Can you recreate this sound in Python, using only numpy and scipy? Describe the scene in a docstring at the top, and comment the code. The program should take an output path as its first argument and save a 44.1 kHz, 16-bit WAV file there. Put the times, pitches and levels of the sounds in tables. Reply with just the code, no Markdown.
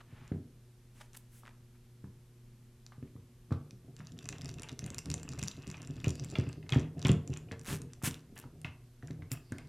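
"""Faint creaks and a few low thumps over mains hum and hiss, then, from about four seconds, busy screwdriving.
A hand screwdriver turns small screws into a plastic tool housing on a hollow workbench in a small room.
Blows ring decaying modes of bit, shell or bench top; rubbing and scraping are dense grains of such blows.
Creaks are stick-slip noise bursts, the room is sparse echoes; a single microphone hears it all."""
import sys
import numpy as np
from scipy import signal
from scipy.fft import rfft, irfft
from scipy.io import wavfile
from scipy.ndimage import uniform_filter1d

SR = 44100
rng = np.random.default_rng(int(sys.argv[2]) if len(sys.argv) > 2 else 0)


def unload_audio(sound):
    """Save the sound as a 16-bit wav file, at the path given as the first command line argument."""
    columns = np.transpose(np.atleast_2d(sound))
    # keep every value between -1 and 1, then stretch to whole-number steps
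    steps = np.round(np.clip(columns, -1, 1) * 32767)
    wavfile.write(sys.argv[1], SR, steps.astype(np.int16))


def volts_from_db(level):
    """Convert decibel levels to linear amplitude ratios."""
    exponent = np.asarray(level, float) / 20
    return 10 ** exponent


N = 426888

# Modes of the hollow bench top. Each row: frequency in Hz, level in dB, t60 in seconds.
BENCH_MODES = [(92.8, -14, 0.4), (128.1, 2.5, 0.084), (149.96, -12.5, 0.41), (194.3, -11.5, 0.18),
               (246.7, -1, 0.062), (275.7, -12.5, 0.096), (371.7, -10, 0.12), (455.4, -17.5, 0.35),
               (512.7, -13, 0.071), (694.8, -14, 0.15)]
# Modes of the plastic housing. Each row: frequency in Hz, level in dB, t60 in seconds.
SHELL_MODES = [(775, -13, .012), (946, -6, 0.014), (1215, 16, 0.006), (1618, 15.5, 0.0051),
               (1840, -1.5, 0.029), (2138, 8, 0.015), (2527, 6.5, 0.017), (2798, 1.5, 0.024),
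               (3230, -4.5, 0.02)]
# Modes of the steel bit. Each row: frequency in Hz, level in dB, t60 in seconds.
BIT_MODES = [(4040, 0, 0.0088), (4870, 13, 0.0018), (5990, 10.5, 0.003), (7110, 5, 0.0065),
             (8640, -0.5, 0.0073), (9600, -11, 0.009), (10900, -7, 0.009), (14300, -60, 0.0013)]
# Where both hisses break off at the top. The row: frequency in Hz, level in dB.
HISS_EDGE = [(13700 * 1.01, -90)]


def evened(x):
    """Scales to rms 1."""
    return x / np.sqrt(np.mean(x ** 2) + 1e-20)


def read(points, hz):
    """Reads a table on a log-frequency axis."""
    f, value = np.transpose(points)
    return np.interp(np.log(hz + 1), np.log(f + 1), value)


def add(mix, s, sound):
    """Mixes a sound in at a time in seconds."""
    part = mix[round(s * SR):][:len(sound)]
    part += sound[:len(part)]


def colour(x, points):
    """Filters by a spectrum table of Hz and dB."""
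    gain = volts_from_db(read(points, np.fft.rfftfreq(len(x), 1 / SR)))
    return irfft(rfft(x) * gain, len(x))


def ring(modes, seconds, near_hz, reach, contact_s, chatter):
    """A touch and short chatter ring the modes nearest a pitch (reach in octaves); peak 1."""
    # each mode is a cluster of three close ones
    hz, db, t60 = np.repeat(modes, 3, axis=0).T[:, :, None]
    t = np.arange(round(seconds * SR)) / SR
    db = db - 6 * (np.log2(hz / near_hz) / reach) ** 2
    grip = 1 + .04 * rng.standard_normal(hz.shape)  # the changing grip shifts each mode a little
    decaying = volts_from_db(db - 60 * t / t60) * np.sin(2 * np.pi * hz * grip * t)
    rise = 1 - np.exp(-t * near_hz * 1.13)  # the force builds over about a cycle
    contact = chatter * np.exp(-t[:1024] / contact_s) * rng.standard_normal(1024)
    contact[0] = 1  # the first touch
    sound = signal.fftconvolve(rise * decaying.sum(0), contact)[:len(t)]
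    return sound / abs(sound).max()


def grains(modes, near_hz, reach, per_s, spread_db, contact_s, seconds, count=8):
    """Dense random contacts of uneven size, each kind ringing the modes its own way; rms 1."""
    happens = rng.random(N) < per_s / SR
    size = volts_from_db(spread_db * np.minimum(rng.exponential(1, N), 4)) * happens
    kind = rng.integers(0, count, N)
    out = np.zeros(N)
    for k in range(count):
        blow = ring(modes, seconds, near_hz, reach, contact_s, 0.5)
        out += signal.oaconvolve(size * (kind == k), blow)[:N]
    return evened(out)


def ticks():
    """The bit meets a screw head: millisecond steel clicks that also stir the shell."""
    # Each row: start in seconds, peak of the steel click in dB, brightest pitch in Hz.
    head_hits = [(0.2783, -43.5, 7000), (1.1328, -44.5, 7290), (2.8646, -39, 6330), (3.525, -43.5, 4730),
                 (3.7088, -39.5, 5830), (3.9657, -39.5, 6240), (4.0706, -37, 5550), (4.2265, -47, 5760),
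                 (4.2562, -35, 6100), (4.2893, -22, 6700), (4.326, -35, 4640), (4.418, -34.5, 6400),
                 (4.4458, -35, 7020), (4.4577, -31, 5830), (4.4926, -31.5, 5500), (4.541, -37.5, 6800),
                 (4.6206, -32.5, 6970), (4.633, -32, 7250), (4.6879, -34, 4500), (4.6929, -33, 4670),
                 (4.792, -26.5, 6700), (4.8418, -32.5, 5860), (4.8631, -31, 6800), (4.9033, -30, 6400),
                 (4.9454, -29.5, 7100), (4.9832, -24.5, 7600), (4.989, -28, 7800), (5.058, -31, 6900),
                 (5.1018, -25, 7800), (5.1155, -25, 6400), (5.1409, -20, 6600), (5.1981, -41, 5900),
                 (5.2316, -32, 7100), (5.2902, -30.5, 6740), (5.3264, -36.5, 4540), (5.3349, -38, 7000),
                 (5.3895, -31, 7500), (5.3931, -27.5, 6300), (5.4284, -23.5, 5710), (5.4366, -26, 7560),
                 (5.573, -46, 6100), (5.622, -45, 4580), (5.67, -37, 5770), (5.6772, -35.5, 6270),
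                 (5.7013, -32.5, 6650), (5.7142, -34, 7050), (5.77, -42, 6150), (5.8186, -37, 6900),
                 (5.8733, -37.5, 7290), (5.9579, -48, 5960), (6.0437, -33.5, 7700), (6.0821, -27.5, 7550),
                 (6.155, -34, 7400), (6.1969, -31, 5000), (6.239, -40, 7340), (6.246, -34, 7200),
                 (6.301, -39, 6100), (6.315, -40, 6660), (6.3858, -34, 5630), (6.4908, -38.5, 7300),
                 (6.5292, -37.5, 5000), (6.6932, -29.5, 4500), (6.7034, -38, 8170), (6.7232, -31, 5400),
                 (6.7456, -39, 7000), (6.7865, -42, 4820), (6.7964, -36, 5700), (6.994, -37, 7300),
                 (7.0175, -32.5, 5300), (7.0268, -31, 4870), (7.0494, -26.5, 5900), (7.0696, -24, 7200),
                 (7.083, -27, 6740), (7.092, -33, 6000), (7.1165, -26, 7700), (7.2763, -33.5, 6900),
                 (7.3383, -32, 5200), (7.3727, -33, 7450), (7.519, -34, 5070), (7.5948, -39.5, 7360),
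                 (7.6136, -42, 7540), (7.8182, -34, 7500), (7.9343, -35, 6600), (8.6158, -43, 10500),
                 (9.109, -41, 5990), (9.317, -23, 9150), (9.5214, -38, 8750), (9.5836, -38, 9000)]
    out = np.zeros(N)
    for s, db, hz in head_hits:
        add(out, s, volts_from_db(db) * ring(BIT_MODES, .024, hz, .45, .0003, .3))
        add(out, s, volts_from_db(db - 12) * ring(SHELL_MODES, .024, 2860, 0.79, 0.00042, 0.27))
    return out


def knocks():
    """The bit or a finger knocks the shell: a duller, longer ring near one pitch, with a broad thud."""
    # Each row: start in seconds, peak of the ring in dB, strongest pitch in Hz.
    shell_hits = [(0.32, -46, 1460), (1.434, -49.5, 1170), (1.46, -66, 1360), (2.042, -51.5, 1330),
                  (2.921, -46.5, 1260), (2.925, -55, 2310), (3.027, -55, 1980), (3.076, -60, 2140),
                  (3.163, -56, 1310), (3.508, -43, 1300), (3.522, -33.5, 1180), (4.0043, -42, 1500),
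                  (4.3273, -40, 2480), (4.6325, -41, 2680), (4.6925, -39, 3230), (4.877, -55, 3540),
                  (4.9515, -52, 1150), (5.063, -51, 1290), (5.2525, -51, 1180), (5.3348, -50, 1260),
                  (5.7432, -38, 3250), (6.0434, -30, 2950), (6.3547, -27.5, 2890), (6.4691, -50, 2500),
                  (6.6278, -49.5, 2330), (6.665, -51, 1960), (6.6931, -35, 2420), (6.7224, -25, 3550),
                  (6.7335, -26.5, 2920), (6.7537, -29.5, 1770), (7.0261, -53, 1490), (7.0513, -23, 3320),
                  (7.0563, -26, 2760), (7.0923, -24, 3380), (7.331, -43.5, 2420), (7.3632, -40.5, 2860),
                  (7.4863, -54, 2720), (7.5132, -35.5, 2260), (7.5265, -39.5, 1500), (8.0184, -44, 1000),
                  (8.439, -45.5, 1010), (8.6463, -28.5, 2430), (9.0255, -45, 1800), (9.082, -47.5, 1710),
                  (9.1073, -47, 1880), (9.2218, -46.5, 2070), (9.5222, -39, 1650), (9.5843, -41.5, 2300)]
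    # Dull noise of a knock at 2500 Hz. Each row: frequency in Hz, level in dB per Hz.
    thud_colour = [(250, -27), (600, 3.5), (1500, -0.5), (3200, -11.5), (5000, -12.5), (12000, -33)]
    thud_db, growth = -52, 0.98  # level under a -35 dB knock, and dB gained per dB of blow
    out, t = np.zeros(N), np.arange(round(.12 * SR)) / SR
    for s, db, hz in shell_hits:
        add(out, s, volts_from_db(db) * ring(SHELL_MODES, .06, hz, .25, 0.0018, 0.15))
        moved = [(f * (hz / 2500) ** 0.14, g) for f, g in thud_colour]  # moves with the pitch
        thud = evened(colour(rng.standard_normal(len(t)), moved))
        thud = thud * volts_from_db(-60 * t / 0.13)  # t60 in s
        add(out, s, volts_from_db(thud_db + growth * (db + 35)) * thud)
    return out


def thumps():
    """The housing knocks the bench: a soft push rings the top; a high-pass keeps the deepest bass lean."""
    # Each row: start in seconds, peak in dB ahead of the bass filters, strongest pitch in Hz.
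    bench_hits = [(0.073, -50, 110), (0.126, -37, 127), (0.316, -19.5, 143), (0.359, -28.5, 159),
                  (2.04, -32, 126), (2.98, -38, 99), (3.026, -30.5, 112), (3.154, -36.5, 118),
                  (3.507, -33, 167), (3.516, -16.5, 111), (3.729, -40, 117), (3.998, -34, 94),
                  (4.184, -40, 127), (4.302, -34.5, 140), (4.435, -33.5, 100), (4.599, -32, 91),
                  (4.827, -29.5, 122), (4.909, -33.5, 267), (5.064, -30.5, 118), (5.25, -35, 260),
                  (5.425, -26, 131), (5.581, -35.5, 127), (5.674, -30, 133), (5.901, -29.5, 130),
                  (6.044, -29, 118), (6.07, -14.5, 122), (6.259, -35.5, 134), (6.386, -14, 127),
                  (6.471, -24.5, 141), (6.722, -19.5, 123), (6.76, -10.5, 150), (7.05, -14, 129),
                  (7.095, -8, 147), (7.17, -44, 148), (7.296, -24, 137), (7.516, -27.5, 276),
                  (7.681, -29, 145), (7.728, -23.5, 145), (8.034, -23, 145), (8.074, -22.5, 133),
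                  (8.325, -38, 143), (8.454, -39.5, 137), (8.647, -29.5, 111), (9.031, -34.5, 237),
                  (9.104, -28, 157), (9.315, -27.5, 98), (9.52, -26, 118)]
    out, t = np.zeros(N), np.arange(round(.4 * SR)) / SR
    hz, db, t60 = np.transpose(BENCH_MODES)[:, :, None]
    push = np.hanning(round(0.0016 * SR))
    for s, peak_db, near_hz in bench_hits:
        # each landing spot weighs and tunes the modes anew
        weight_spot, pitch_spot = rng.standard_normal((2, len(BENCH_MODES), 1))
        weight_db = db + 3.4 * weight_spot - 6 * (np.log2(hz / near_hz) / 1.46) ** 2
        decaying = volts_from_db(weight_db - 60 * t / t60) * np.sin(2 * np.pi * hz * (1 + 0.017 * pitch_spot) * t)
        boom = np.convolve(decaying.sum(0), push)
        add(out, s, volts_from_db(peak_db) * boom / abs(boom).max())
    sway = signal.sosfilt(signal.butter(2, 50, "low", fs=SR, output="sos"), out)
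    lean = signal.sosfilt(signal.butter(4, 88, "high", fs=SR, output="sos"), out)
    return lean + volts_from_db(-20) * sway  # the bench legs sway under a thump


def turns():
    """Turns of the wrist: returns the rubbing and scraping gains and how far each turn is engaged."""
    # Each row: start in seconds, length in seconds, rubbing on the shell in dB,
    # steel scraping in dB above or below the rubbing.
    twists = [(3.967, 0.18, -68, 8), (4.16, 0.37, -63, 5), (4.415, 0.15, -59, 1), (4.565, 0.2, -58, -5),
              (4.793, 0.3, -61, -5), (5.05, 0.3, -59, -11), (5.238, 0.31, -63, -1),
              (5.368, 0.21, -59, 10.5), (5.537, 0.56, -62, 0.5), (5.89, 0.37, -65.5, 3.5),
              (6.054, 0.078, -53.5, 0), (6.148, 0.32, -63, 5.5), (6.329, 0.27, -58, -13),
              (6.688, 0.21, -56, 4), (6.969, .065, -61, -3), (7.036, .13, -50, -13),
              (7.3, 0.066, -62.5, 6.5), (7.511, 0.048, -58, -6), (7.655, 0.48, -75, -20),
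              (8.024, 0.19, -61.5, 2.5), (8.355, 0.1, -57, -4), (9.024, 0.12, -82.5, 12.5),
              (9.301, .12, -59, -8), (9.476, 0.31, -72, -3)]
    skew = 0.57  # under 1: a turn bites early and eases off slowly
    rub_power, scrape_power, turning = np.zeros(N), np.zeros(N), np.zeros(N)
    for s, length, db, steel_db in twists:
        arch = np.sin(np.pi * np.linspace(0, 1, round(length * SR)) ** skew) ** 2
        add(rub_power, s, volts_from_db(2 * db) * arch)
        add(scrape_power, s, volts_from_db(2 * (db + steel_db)) * arch)
        add(turning, s, arch)
    return np.sqrt(rub_power), np.sqrt(scrape_power), turning


def friction(rub_gain, scrape_gain):
    """Each turn rubs the shell and scrapes the bit, as dense small contacts."""
    rub = grains(SHELL_MODES, 3000, 3.3, 900, 5, 0.0014, .04)
    scrape = grains(BIT_MODES, 5750, .8, 200, 8.6, 0.00047, .024)
    return rub_gain * rub + scrape_gain * scrape


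def bench_chatter(turning):
    """The free hand leaning on the tool sets the bench chattering, harder within a turn."""
    # Each row: time in seconds, bench shaking in dB outside the turns.
    leaning = [(0, -63), (.3, -59), (.5, -79), (2.6, -77), (3.0, -72), (3.9, -60), (4.3, -51), (5.9, -53),
               (6.4, -49.5), (7.2, -51), (7.75, -49.5), (8.2, -62), (8.65, -51.5), (8.95, -75),
               (9.1, -48.5), (9.68, -58)]
    lean_db = np.interp(np.arange(N) / SR, *np.transpose(leaning))
    shake = grains(BENCH_MODES, 149, 1.41, 28, 3, 0.00069, .3)
    return volts_from_db(lean_db + 5 * turning) * shake


def creaks():
    """Stick and slip: uneven noise bursts, faster as the motion gains speed, merging into a rustle."""
    # Skin, cord or tight threads slipping. Each row: start in seconds, length in seconds,
    # top level in dB, top rate in slips per second, brightest pitch in Hz.
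    slips = [(0, 0.022, -56.5, 540, 2500), (1.736, 0.04, -74, 500, 2000), (0.031, 0.37, -66, 470, 2400),
             (0.919, 0.17, -68, 560, 4600), (1.002, 0.024, -52, 253, 3350), (1.138, 0.024, -56, 274, 4520),
             (1.164, 0.015, -49, 240, 7000), (1.292, 0.15, -66.5, 500, 6840),
             (1.431, 0.085, -59, 106, 2600), (7.634, .155, -45, 260, 4700), (8.025, .075, -36.5, 390, 5600),
             (8.356, 0.064, -54, 103, 7200), (9.309, 0.037, -48, 440, 8900)]
    # Colour of the slip noise. Each row: frequency in Hz, level in dB.
    slip_colour = [(290, -3), (500, 15), (1700, 10.5), (2160, 7), (2720, 5.5), (4640, -1), (11300, 10),
                   (15500, 7)]
    ends_db, slowing = -16, 0.95  # a slip swells and sinks; its rate follows this share of the dB
    out = np.zeros(N)
    for s, length, top_db, top_per_s, bright_hz in slips:
        swell_db = ends_db * abs(np.linspace(-1, 1, round(length * SR))) ** 2.6
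        per_s = top_per_s * volts_from_db(slowing * swell_db)
        n = len(per_s)
        wobble = 1 + .25 * evened(uniform_filter1d(rng.standard_normal(n), 200))
        since = (np.cumsum(per_s * wobble) / SR % 1) / per_s  # seconds since the last slip
        burst = (np.exp(-since / 0.0018) + 0.022) * rng.standard_normal(n)
        hz, _, z = signal.stft(colour(burst, slip_colour), SR, nperseg=128)
        octaves = np.log2((hz[:, None] + 1) / bright_hz)
        z = z * volts_from_db(np.where(octaves > 0, -6.5, -1.4) * octaves ** 2)  # falls fast above the brightest pitch
        burst = signal.istft(z, SR, nperseg=128)[1][:n]
        add(out, s, volts_from_db(top_db + swell_db) * evened(burst))
    return out


def whispers():
    """A faint narrow band of hiss that swells and fades."""
    # Each row: start in seconds, length in seconds, level in dB.
    swells = [(5.85, 0.82, -68), (9.33, 0.42, -75)]
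    centre_hz = 4820
    out = np.zeros(N)
    for s, length, db in swells:
        n = round(length * SR)
        shape = [(centre_hz * 0.57, -30), (centre_hz, 0), (centre_hz * 1.44, -30)]
        band = evened(colour(rng.standard_normal(n), shape))
        add(out, s, volts_from_db(db) * np.sqrt(np.hanning(n)) * band)
    return out


def room(x, count=3):
    """A small room: sparse taps of random sign, each band dying at its own speed."""
    # Each row: frequency in Hz, t60 in seconds.
    decay = [(100, 0.22), (500, 0.53), (2500, 0.32), (9000, 0.24)]
    at, out = np.arange(200, SR // 2 - 20, 20), np.zeros(N)
    for k in range(count):
        taps = np.zeros(SR // 2)
        taps[at + rng.integers(0, 20, len(at))] = rng.choice([-1., 1.], len(at))
        hz, t, z = signal.stft(taps, SR, nperseg=256)
        tail = signal.istft(z * volts_from_db(-60 * t / read(decay, hz)[:, None]), SR, nperseg=256)[1]
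        # the sound passes steadily round three echo patterns, so no one pattern colours the tail
        share = np.sqrt(2 / count) * np.cos(np.pi * (7 * np.arange(N) / SR + k / count))
        out += signal.oaconvolve(x * share, tail / np.linalg.norm(tail))[:N]
    return out


def hum():
    """Multiples of the mains frequency, slowly wavering in level."""
    # Each row: frequency in Hz, level in dB rms about which it wavers.
    partials = [(60, -99), (120, -59.5), (240, -75), (360, -74.5), (480, -86), (600, -95.5)]
    t, out = np.arange(N) / SR, np.zeros(N)
    waver = evened(uniform_filter1d(rng.standard_normal((N, len(partials))), 8000, 0)).T
    for (hz, db), w in zip(partials, waver):
        tone = np.sqrt(2) * np.sin(2 * np.pi * (hz * t + rng.random()))
        out += volts_from_db(db + 0.93 * w) * tone
    return out


def air():
    """Steady background noise, strongest in the bass, at -62.5 dB rms."""
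    # Each row: frequency in Hz, relative level in dB.
    floor_colour = [(12, -63), (20, 5), (70, -7), (121, -7.5), (146, -8), (172, -13.5), (239, -4.5),
                    (297, -22), (360, -16.5), (412, -19.5), (655, -27), (13500, -36)]
    return volts_from_db(-62.5) * evened(colour(rng.standard_normal(N), floor_colour + HISS_EDGE))


def side_hiss():
    """A trace of hiss in opposite polarity on the two channels, at -79.5 dB rms."""
    shape = [(20, 10.3), (300, 0.5), (13500, 5.4)] + HISS_EDGE  # Hz, relative dB
    return volts_from_db(-79.5) * evened(colour(rng.standard_normal(N), shape))


def scene():
    """Everything reaches one microphone; the two channels differ only by a trace of hiss and gain."""
    rub_gain, scrape_gain, turning = turns()
    steel, shell = ticks(), knocks()
    sharp = creaks() + whispers() + friction(rub_gain, scrape_gain)
    low = thumps() + bench_chatter(turning)
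    # knocks fill the room more than ticks
    to_room = volts_from_db(-7.5) * shell + volts_from_db(-12) * steel + volts_from_db(-12) * sharp + volts_from_db(-6) * low
    mono = steel + sharp + shell + low + room(to_room) + hum() + air()
    side = side_hiss() - volts_from_db(-52) * mono  # the right channel is a hair louder
    return np.array([mono + side, mono - side])


def top_cut(x):
    """Nothing passes above the cut-off."""
    return signal.sosfilt(signal.butter(12, 15680, fs=SR, output="sos"), x)


def record(dry):
    """Hands on the finished mix."""
    return top_cut(dry)


dry = scene()
out = record(dry)
unload_audio(out)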